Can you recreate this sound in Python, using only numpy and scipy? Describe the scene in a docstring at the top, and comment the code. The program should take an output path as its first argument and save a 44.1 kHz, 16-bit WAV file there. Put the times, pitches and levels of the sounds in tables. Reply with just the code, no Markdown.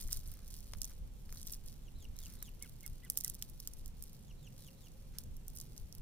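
"""Snapping reeds at a woodland pool

Close by, dry stalks snap under shifting weight: noise bursts with abrupt fronts, split into three bands.
Leaves rustle as random ticks and hiss; stems knock as damped resonances; damp litter crunches in grains.
A songbird far off repeats a falling slur, then four low two-voiced chirps, then the slur again: gliding
sines with an octave, followed by a faint forest echo. Light wind rumbles on the microphone over the drone
of distant traffic and the hush of the wood, all three made of coloured noise."""
import sys
import numpy as np
from scipy import signal
from scipy.fft import rfft, irfft, next_fast_len
from scipy.io import wavfile
from scipy.ndimage import uniform_filter1d

SR = 44100
rng = np.random.default_rng(int(sys.argv[2]) if len(sys.argv) > 2 else 0)


def unload_wav(signal):
    """Save mono or channel-first audio to the path in sys.argv[1] as 16-bit WAV at rate SR, clipped to [-1, 1]."""
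    wavfile.write(
        sys.argv[1],
        SR,
        np.round(np.clip(np.atleast_2d(signal).T, -1, 1) * 32767).astype(np.int16),
    )


N = 265305
TIME = np.arange(N) / SR

# loudest stalks snapping: crack_s, level_db (power of both ears together),
# woodiness_db (middle over treble), fizz_db (top over treble), left_minus_right_db
SNAPS = [(0.0134, -42.5, -15, 0, -9), (0.031, -53, 0.0, -8.0, -13), (0.0758, -45.5, -11, -5.0, -8),
         (0.1247, -37.5, -14, -1, -10), (0.1292, -27.5, 0, -6, -6), (0.1709, -38.5, -15, -12.0, -5.0),
         (0.2757, -48, -14.0, -15, -7), (0.3162, -45, -10, 3.0, -2.0), (0.3388, -49, -11, 4, -6),
         (0.4788, -48.5, -3, 3, -9), (0.5041, -51.0, -3.0, -1.0, -14), (0.5281, -62, -9, -7.0, -1.0),
         (0.5411, -46, -1, -17.0, -7), (0.5618, -65, -6.0, 3.0, -6.0), (0.5889, -53.0, 0, -4.0, -7),
         (0.7355, -40.5, 2, -14, 8), (0.7852, -53.5, -2.0, -7, -10), (0.8175, -30.5, 0, -8, -5),
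         (0.8323, -43, 0, -5.0, -6), (0.8445, -35.5, 5, -5, -5.0), (0.8524, -41, -5, -5.0, -6.0),
         (1.3258, -44.5, -4, -6.0, -3), (1.3724, -48, 14, 4, -3), (1.3826, -59, -3.0, -11.0, -1.0),
         (1.3965, -61, 0.0, -3.0, 0), (1.4101, -58, 4, -3.0, -3.0), (1.4154, -47, -2, -9.0, -3.0),
         (1.4298, -45, -1, -4.0, -2.0), (1.4695, -40.5, -3.0, 8, -7), (1.4742, -40, 9, -1, 2),
         (1.5094, -52, 0, 5, 1), (1.5199, -42.0, -11, 10, -9), (1.5242, -38.5, -11, -4.0, -2.0),
         (1.5355, -38.5, 9, 1.0, -2.0), (1.5434, -44, 0, -6.0, -2.0), (1.6844, -48, 10, -3.0, -5),
         (2.1663, -52, 0.0, 2.0, 4.5), (2.1887, -43.5, 8, 3.0, -7), (2.2027, -50, -1.0, 3, -8),
         (2.3372, -51, -1.0, 12, -10), (2.4267, -36, -4.0, 4, -3), (2.6248, -37.5, -6, -9, -4.0),
         (2.6325, -46.0, -15, -12.0, -3.0), (2.695, -51.5, -6.0, -3, -4.0),
         (2.8076, -52.5, -4.0, -3.0, -6.0), (2.8315, -49, -8, 6, -5.0), (2.8635, -38, -9, -1, -6),
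         (2.8776, -45.5, -4, -5.0, -1.0), (3.0495, -51, -11, -9.0, -5), (3.1002, -26, -9.5, -1, -5.5),
         (3.1205, -48, -13, 2, -5.0), (3.1339, -50.5, -13, 4, -3), (3.1492, -57, -14, 1, -4.0),
         (3.1737, -24.5, -6.5, 5, -7.5), (3.1778, -41, 2, -5.0, -4.0), (3.1867, -36, -15, 5, -10),
         (3.2046, -42.0, -6.0, -2.0, -4.0), (3.2093, -36.5, -4, -3.0, -4.0), (3.2377, -40, -9, 5, -5),
         (3.2466, -27.5, -7, -4.0, -6), (3.2627, -46, -17, -1, -8), (3.2791, -34.5, -5, 1, -7),
         (3.2946, -49, -2, -8, -1), (3.2986, -33, -7, 1.0, -9), (3.345, -44.5, -8, -3, -8),
         (3.351, -45, 0, 3, -3.0), (3.4243, -33, 6, 5, -9), (3.4984, -47.5, -5.0, 11, -11),
         (3.6016, -41, 2, 1, -2), (3.6745, -33, 4.5, 7.5, -3), (3.7357, -45.5, -9, -9, -9),
         (3.7883, -55.5, -9, -5.0, -8), (3.8597, -45, 2, -1, -2.0), (3.8795, -49.5, -9, -1, -5.0),
         (4.0245, -39, -7, 6, -11), (4.0385, -43.5, -12, -5, -2), (4.132, -53.5, -5, 8, -8.0),
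         (5.1854, -34, 0.5, 2, -10.5), (5.2372, -52, 1, 0, -11), (5.3673, -51.5, -3, 1, -8),
         (5.4814, -41, -9, 3.0, -8.0), (5.501, -53, -2.0, -2.0, -5), (5.536, -58, -8.0, 5, -7),
         (5.5545, -48, -13, 9, -6), (5.5628, -47.0, -13, 0, -4.0), (5.5725, -42.5, -4, -11, -5),
         (5.5862, -43, 4, -1.0, -2), (5.601, -41.5, 0, -2.0, -6), (5.6128, -43, -2, -8, -6),
         (5.7785, -44, 4, -13, -4), (5.9257, -45.5, 7, -1.0, -6), (5.9506, -47, 0, 5, -3.0),
         (5.9827, -53, 0.0, 1, -6.0)]
# middle, treble and top range of a snap: low_hz, high_hz
SNAP_BANDS = [(1200, 7000), (7000, 12500), (12500, 16500)]
# random lesser stalks; rows: level over the leaves, woodiness, fizz, left minus right: typical_db, spread_db
SPLINTER_TRAITS = [(6.5, 6), (-4, 7), (-4, 7), (-2, 5)]
# shifts of weight pressing the dry leaves: peak_s, half_length_s, level_db
PRESSES = [(0.0, .03, -53), (0.135, .04, -53.5), (0.29, .07, -63), (0.56, .07, -61), (0.72, .05, -65.5),
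           (0.86, .07, -63), (1.36, .06, -61), (1.515, .04, -56.5), (1.695, .04, -61.5), (2.03, .04, -68.5),
           (2.275, .06, -59), (2.46, 0.037, -65), (2.65, .05, -65.5), (2.9, .1, -69), (3.21, .08, -61),
           (3.42, 0.1, -67), (3.7, .11, -67), (4.1, .09, -68.5), (4.47, 0.037, -69.5), (4.64, .07, -65.5),
           (4.85, .07, -70.5), (5.195, .02, -65), (5.59, .05, -64), (5.77, .05, -66)]
# duller knocks of thick stems: crack_s, resonance_hz, level_db, half_width_octaves
KNOCKS = [(0.09, 1960, -59.5, 0.087), (0.7358, 675, -48.5, 0.41), (0.7498, 1700, -60, 0.54),
          (1.293, 2000, -60.5, 0.94), (1.326, 1560, -57.5, .5), (1.339, 1500, -66, .4),
          (1.36, 1290, -65, 0.34), (1.3735, 4280, -56.5, 0.045), (2.425, 1690, -56.5, 0.33),
          (3.1737, 3120, -54, 0.16), (3.4243, 3330, -49, 0.11)]
# damp litter squashed on the bank: peak_s, length_s, level_db
SQUASHES = [(0.128, 0.0033, -70), (0.138, 0.033, -83), (0.353, 0.082, -73), (0.91, 0.011, -66.5),
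            (1.322, 0.02, -81), (2.295, 0.11, -73), (5.162, 0.025, -68.5)]
# falling slurs of the bird: accent_s, relative_level_db, lead_in_db (relative to the accent)
SLURS = [(1.886, -61, -10), (2.052, -59.5, 1.5), (2.265, -58.5, 2), (2.487, -58.5, 3), (4.313, -59.5, -11),
         (4.476, -58.5, -3), (4.688, -59, -2), (4.872, -60.5, -1)]
# course of one slur: from_accent_s, pitch_hz, fundamental_db, octave_db
SLUR_COURSE = [(-.112, 3500, -24, -40), (-.1, 3920, -13, -38), (-.084, 4110, -10.5, -32),
               (-.062, 3970, -12, -24), (-.04, 3620, -10.5, -9), (-.026, 3370, -7, -4),
               (-.01, 3110, -8, -12), (0, 2810, 5, -6), (.004, 2700, -6, -12), (.01, 2400, -22, -32)]
# low chirps of the bird: accent_s, pitch_hz, relative_level_db, length_ratio
CHIRPS = [(2.633, 2220, -51, 1.14), (2.847, 2184, -50, .9), (3.047, 2024, -53, 1.05),
          (3.252, 2007, -54, 0.84)]
# clear voice of a chirp: from_accent_s (before stretching), pitch_ratio, fundamental_db, octave_db
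CLEAR_VOICE = [(-.021, .9, -26, -40), (-.014, .96, -6, -32), (-.006, 1, 0, -30), (.003, 1, 1, -30),
               (.011, .96, -2, -28), (.017, .88, -11, -28), (.024, .72, -26, -40)]
# rough second voice of a chirp: from_accent_s (before stretching), pitch_hz, fundamental_db, octave_db
ROUGH_VOICE = [(-.026, 1200, -32, -26), (-.019, 1430, -24, -9), (-.012, 1640, -26, -14),
               (0, 1880, -26, -21), (.012, 1660, -16, -13), (.021, 1480, -10, -6), (.028, 1340, -16, -12),
               (.035, 1180, -26, -24)]
# relative power spectra: frequency_hz, density_db (per Hz)
REED_SPECTRUM = [(1000, -20.5), (2300, -29.5), (3200, -15), (4800, -8.5), (5600, 0), (6600, -4),
                 (8100, -5.5), (9400, 1), (10200, -3), (11600, -3), (12500, -12.5), (13900, -4),
                 (15300, -9.5), (16500, -20.5)]
LEAF_SPECTRUM = [(1000, -14.5), (2500, -11.5), (4500, 2), (5800, -3), (8000, -3.5), (9500, 1.5),
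                 (11500, -6), (12700, -9.5), (14000, 2.5), (15300, -6), (16300, -29)]
LITTER_SPECTRUM = [(400, -7), (900, -10), (1500, 3), (3000, -5.5), (6000, -2.5), (12000, -21)]
AIR_SPECTRUM = [(180, -24), (300, -1), (511, -3.5), (667, -10.5), (1560, -18), (1690, -18.5), (3030, -16.5),
                (4830, -20.5), (5700, -18.5), (14200, -22.5), (16000, -38)]
WIND_SPECTRUM = [(12, -2), (28, 3), (50, -5.5), (80, -11.5), (130, -20), (250, -35.5), (500, -51.5)]
TRAFFIC_SPECTRUM = [(40, -13), (90, -3.5), (140, -2), (190, -6.5), (240, -9), (300, -22.5), (480, -41),
                    (800, -30.5)]
# steady breeze on the microphone: time_s, level_db
BREEZE = [(0, -47.5), (.6, -49.5), (2.0, -49.5), (3.2, -54), (3.8, -49), (4.75, -58.5), (5.2, -48),
          (6.02, -52.5)]
# single buffets on top of the breeze: peak_s, level_db
BUFFETS = [(.06, -40.5), (.17, -40), (.29, -43.5), (.78, -39.5), (1.04, -41.5), (1.97, -48), (2.11, -43.5),
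           (2.909, -40.5), (3.32, -52), (3.99, -49.5), (5.3, -42), (5.83, -41.5), (6.0, -44.5)]
# course of the traffic: time_s, relative_level_db
ROAD = [(0, -66), (1.2, -65), (2.4, -63), (3.6, -65), (4.6, -63.5), (6.02, -63.5)]
# tones that swell out of the traffic: peak_s, length_s, frequency_hz, level_db
DRONES = [(3.25, .4, 136, -65), (4.5, .22, 139, -59), (4.8, .4, 530, -79)]

LEAD = SR // 200   # samples kept before each crack
SPLINTERS_PER_S, SPLINTER_RATE_POWER = 40, 0.6   # rate at the mean pressure; exponent of the pressure
RUB_SHARE = 0.25   # amplitude of hiss against ticks
RESTING_LEAVES_DB = -75   # the leaves never lie quite still
BUFFET_HALF_S = 0.027
# reflections from the reed bed against the direct sound
SNAP_ECHO_DB, LEAF_ECHO_DB, BANK_ECHO_DB = -14, -6.5, -8
CUTOFF_HZ = 16100


def reeds(pressure, lag_s=.000083, lag_spread_s=.000008):
    """Brittle fracture: each stalk cracks with its own mix of bands and its own level between the ears."""
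    s, db, woodiness, fizz, left_db = np.vstack([SNAPS, splinters(pressure)]).T
    lags = lag_s + lag_spread_s * rng.standard_normal(len(s))
    stalk = colour(signal.unit_impulse(N), REED_SPECTRUM)[:LEAD]
    bursts = fractures(len(s), tear_s=.00065, crack=3.0, lead_s=.0003)
    cracks = signal.lfilter(stalk, [1], bursts)

    # the three bands together carry the level of the snap
    treble_db = db - 10 * np.log10(1 + from_db(woodiness) ** 2 + from_db(fizz) ** 2)
    mixed = 0
    for band_hz, share_db in zip(SNAP_BANDS, (woodiness, 0, fizz)):
        band = signal.butter(4, band_hz, "band", fs=SR, output="sos")
        mixed = mixed + at_level(signal.sosfilt(band, cracks), treble_db + share_db)

    left_over_right = from_db(left_db[:, None])
    right = mixed / np.sqrt(1 + left_over_right ** 2)
    left = right * left_over_right
    return np.array([placed(s, left), placed(s, delayed(right, lags[:, None]))])


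def splinters(pressure, count=400):
    """Stress-driven failure: rows like those of the snaps, more frequent and louder under pressure."""
    rate = SPLINTERS_PER_S * (pressure / pressure.mean()) ** SPLINTER_RATE_POWER
    due = np.cumsum(rate) / SR
    chance = rng.uniform(-0.82, 1, (count, 5))
    at = np.searchsorted(due, np.arange(count) + 1 + chance[:, 0])   # uneven intervals
    inside = at < N
    typical, spread = np.transpose(SPLINTER_TRAITS)
    traits = typical + spread * chance[inside, 1:]
    at = at[inside]
    level_db = 20 * np.log10(pressure[at]) + traits[:, 0]
    return np.c_[at / SR, level_db, traits[:, 1:]]


def fractures(count, tear_s, crack, lead_s=0.00042):
    """Fibre rupture: noise grows as fibres give, peaks in a crack and decays with the tear; one a row."""
    t = (np.arange(4 * LEAD) - LEAD) / SR
    envelope = np.exp(-np.maximum(t / tear_s, -t / lead_s))
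    bursts = rng.standard_normal((count, len(t))) * envelope
    bursts[:, LEAD] = crack
    return bursts


def leaves(pressure, grains_per_s=520, spread_db=6.0):
    """Friction noise: countless tiny ticks of uneven size over the soft hiss of blades rubbing."""
    sizes = from_db(spread_db * np.minimum(rng.exponential(1, N), 3)) * rng.choice([-1, 1], N)
    ticks = rms_one(sizes * (rng.random(N) < grains_per_s / SR))
    rustle = rms_one(ticks + RUB_SHARE * rng.standard_normal(N))
    return colour(rustle * pressure, LEAF_SPECTRUM)


def bank():
    """Heavy contact on the bank: thick stems knock by resonance."""
    return sum(knock(*row) for row in KNOCKS) + litter()


def knock(s, hz, db, half_band_octaves):
    """Impact resonance: a crack in a thick stem, heard through its quickly damped resonance."""
    half = np.clip(half_band_octaves, .02, 1.2)
    band = signal.butter(1, hz * 2 ** np.array([-half, half]), "band", fs=SR, output="sos")
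    ring = signal.sosfilt(band, fractures(count=1, tear_s=.0005, crack=6.0))
    return placed([s], at_level(ring, [db]))


def litter(grains_per_s=1500):
    """Granular crushing: damp litter gives way in random grains, with a dull crunch."""
    load = sum(from_db(db) * np.exp(-.5 * ((TIME - s) / length) ** 2) for s, length, db in SQUASHES)
    grains = rms_one(rng.standard_normal(N) * (rng.random(N) < grains_per_s / SR))
    return colour(grains * load, LITTER_SPECTRUM)


def reed_bed(x, t60, bright_hz=6000):
    """Dense reflection: noise follows the sound's power and dies quickly, low and high bands apart."""
    r = from_db(-120 / (t60 * SR))   # decay of power per sample
    out = 0
    for kind in ("low", "high"):
        band = signal.butter(3, bright_hz, kind, fs=SR, output="sos")
        power = signal.lfilter([1 - r], [1, -r], signal.sosfilt(band, x) ** 2 + 1e-20)
        reflections = colour(wide_noise(alike=1.0), REED_SPECTRUM)
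        out = out + np.sqrt(power) * rms_one(signal.sosfilt(band, reflections))
    return out


def scatter(x, t60):
    """Diffuse reflection from stalks or trunks: decaying noise tails, different on each side."""
    t = TIME[:SR]
    decay = from_db(-60 * t / t60)
    tails = [rms_one(rng.standard_normal(SR) * decay) / np.sqrt(SR) for side in range(2)]
    return np.array([signal.fftconvolve(x, tail)[:N] for tail in tails])


def bird(slur_db=-2.0, chirp_db=-7.5, forest_db=-13):
    """Two-sided syrinx: slurs use one voice, chirps sound both sides at once; a faint echo follows."""
    song = 0
    for s, db, lead_db in SLURS:
        swell_db = lead_db * np.clip((s - TIME) / 0.046, 0, 1)
        slur = whistle(s, SLUR_COURSE, 1, waver=.016, flutter_db=3.0, hoarse=.025)
        song = song + from_db(db + slur_db + swell_db) * slur
    for s, hz, db, stretch in CHIRPS:
        pace = [stretch, 1, 1, 1]   # stretches time only
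        clear = whistle(s, np.multiply(CLEAR_VOICE, pace), hz, waver=.004, flutter_db=2.5)
        rough = whistle(s, np.multiply(ROUGH_VOICE, pace), 1, waver=.022, flutter_db=4.5)
        song = song + from_db(db + chirp_db) * (clear + rough)
    return song + from_db(forest_db) * scatter(song, t60=.3)


def whistle(s, shape, pitch_scale, waver, flutter_db, hoarse=0.0):
    """Frequency modulation: a gliding sine and its octave, unsteady, with optional hoarseness before the accent."""
    out = np.zeros(N)
    on = (TIME > s + shape[0][0]) & (TIME < s + shape[-1][0])
    hz, first_db, octave_db = curve(shape, TIME[on] - s)
    drifts = rms_one(uniform_filter1d(rng.standard_normal((3, SR // 4)), size=50))
    unsteady, first, octave = drifts[:, :len(hz)]
    lead_in = np.clip((TIME[on] - s) / shape[0][0], 0, 1)   # 1 at the start, 0 from the accent on
    pitch = hz * pitch_scale * (1 + (waver + hoarse * lead_in) * unsteady)
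    phase = 2 * np.pi * np.cumsum(pitch) / SR
    fundamental = from_db(first_db + flutter_db * first) * np.sin(phase)
    overtone = from_db(octave_db + flutter_db * octave) * np.sin(2 * phase)
    out[on] = fundamental + overtone
    return out


def wind():
    """Turbulent pressure on the microphone ports: low noise under a breeze with added buffets."""
    (breeze,) = curve(BREEZE)
    gusts = swells([(s, BUFFET_HALF_S, db) for s, db in BUFFETS], breeze)
    return gusts * colour(wide_noise(alike=0.75), WIND_SPECTRUM)


def traffic(road_db=4.0, drone_width_hz=7.4):
    """Distant broadband sources: low noise, with narrow resonances excited by noise as swelling tones."""
    (road,) = curve(ROAD)
    hum = from_db(road + road_db) * colour(wide_noise(alike=0.83), TRAFFIC_SPECTRUM)
    r = np.exp(-np.pi * drone_width_hz / SR)   # pole radius
    for s, length, hz, db in DRONES:
        poles = [1, -2 * r * np.cos(2 * np.pi * hz / SR), r * r]
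        tone = rms_one(signal.lfilter([1], poles, rng.standard_normal(N)))
        hum = hum + from_db(db) * tone * np.exp(-.5 * ((TIME - s) / length) ** 2)
    return pan(hum, left_db=-3.0)


def air(level_db=-67.5):
    """Diffuse field: the hush of the wood, steady noise almost unrelated between the ears."""
    return pan(from_db(level_db) * colour(wide_noise(alike=0.0066), AIR_SPECTRUM), left_db=-2.0)


def swells(rows, resting_db):
    """Power addition: smooth swells (peak_s, half_length_s, level_db) add to a resting level; a gain."""
    power = sum(from_db(db) ** 2 * np.exp(-((TIME - s) / half) ** 2) for s, half, db in rows)
    return np.sqrt(from_db(resting_db) ** 2 + power)


def colour(x, spectrum):
    """Minimum-phase filtering: causal, of unit power gain, falling away beyond the spectrum's ends."""
    size = 2 * next_fast_len(N // 2 + 4096)
    hz, db = np.transpose(spectrum)
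    octave, knots = np.log2(np.maximum(np.fft.rfftfreq(size, 1 / SR), 1)), np.log2(hz)
    beyond = abs(octave - np.clip(octave, knots[0], knots[-1]))
    gain = from_db(np.interp(octave, knots, db) - 18 * beyond)   # 18 dB per octave
    # folding the cepstrum onto positive time gives the minimum phase
    cepstrum = irfft(np.log(rms_one(gain)))
    cepstrum[1:size // 2] *= 2
    cepstrum[size // 2 + 1:] = 0
    return irfft(rfft(x, size) * np.exp(rfft(cepstrum)))[..., :N]


def wide_noise(alike):
    """Interaural coherence: stereo white noise with a given left-right correlation."""
    mid, side = rng.standard_normal((2, N))
    alike = np.clip(alike, -1, 1)
    return rms_one(np.sqrt(1 + alike) * mid + np.sqrt(1 - alike) * np.array([side, -side]))


def pan(x, left_db):
    """Interaural level difference, shared equally between the ears."""
    return x * from_db([[left_db / 2], [-left_db / 2]])


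def at_ports(x, left_db, lag_s):
    """Arrival difference: two ports get near sound a moment apart and unequally loud."""
    return pan(np.array([x, delayed(x, lag_s)]), left_db)


def delayed(x, lag_s):
    """Shift theorem: a linear phase delays by a fraction of a millisecond."""
    length = x.shape[-1]
    size = next_fast_len(length + 64)
    turn = np.exp(-2j * np.pi * np.fft.rfftfreq(size, 1 / SR) * lag_s)
    return irfft(rfft(x, size) * turn, size)[..., :length]


def at_level(bursts, db):
    """Energy normalisation: scale each burst to a level, its energy taken as the rms over 3 ms."""
    energy = np.sum(bursts ** 2, axis=-1, keepdims=True)
    return from_db(db)[..., None] * bursts * np.sqrt(.003 * SR / energy)


def placed(times, bursts):
    """Superposition: lay the bursts out so that each cracks at its time."""
    out = np.zeros(N + SR)
    for s, burst in zip(times, bursts):
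        at = max(round(s * SR), 0)
        out[at:at + len(burst)] += burst
    return out[LEAD:LEAD + N]


def curve(rows, at=TIME):
    """Linear interpolation: each column of a table, joined by straight lines."""
    s, *columns = np.transpose(rows)
    return [np.interp(at, s, c) for c in columns]


def from_db(db):
    """Logarithmic level: decibels to amplitude gain."""
    return 10 ** (np.asarray(db) / 20)


def rms_one(x):
    """Power normalisation: scale to unit mean square."""
    return x / np.sqrt(np.mean(x ** 2) + 1e-20)


def scene():
    """Superposition of near crackle, its short reflections, the far bird and the background."""
    pressure = swells(PRESSES, RESTING_LEAVES_DB)
    snaps, rustle, dull = reeds(pressure), leaves(pressure), bank()
    near = snaps + at_ports(rustle, left_db=-1.0, lag_s=.000074) + pan(dull, left_db=-2.0)
    bright = from_db(SNAP_ECHO_DB) * snaps[1] + from_db(LEAF_ECHO_DB) * rustle
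    echoes = reed_bed(bright, t60=0.037) + from_db(BANK_ECHO_DB) * scatter(dull, t60=0.02)
    return near + echoes + bird() + wind() + traffic() + air()


def record(dry):
    """Band limiting: a steep elliptic low-pass cuts the top."""
    low_pass = signal.ellip(10, .2, 80, CUTOFF_HZ, fs=SR, output="sos")
    return signal.sosfilt(low_pass, dry)


dry = scene()
out = record(dry)
unload_wav(out)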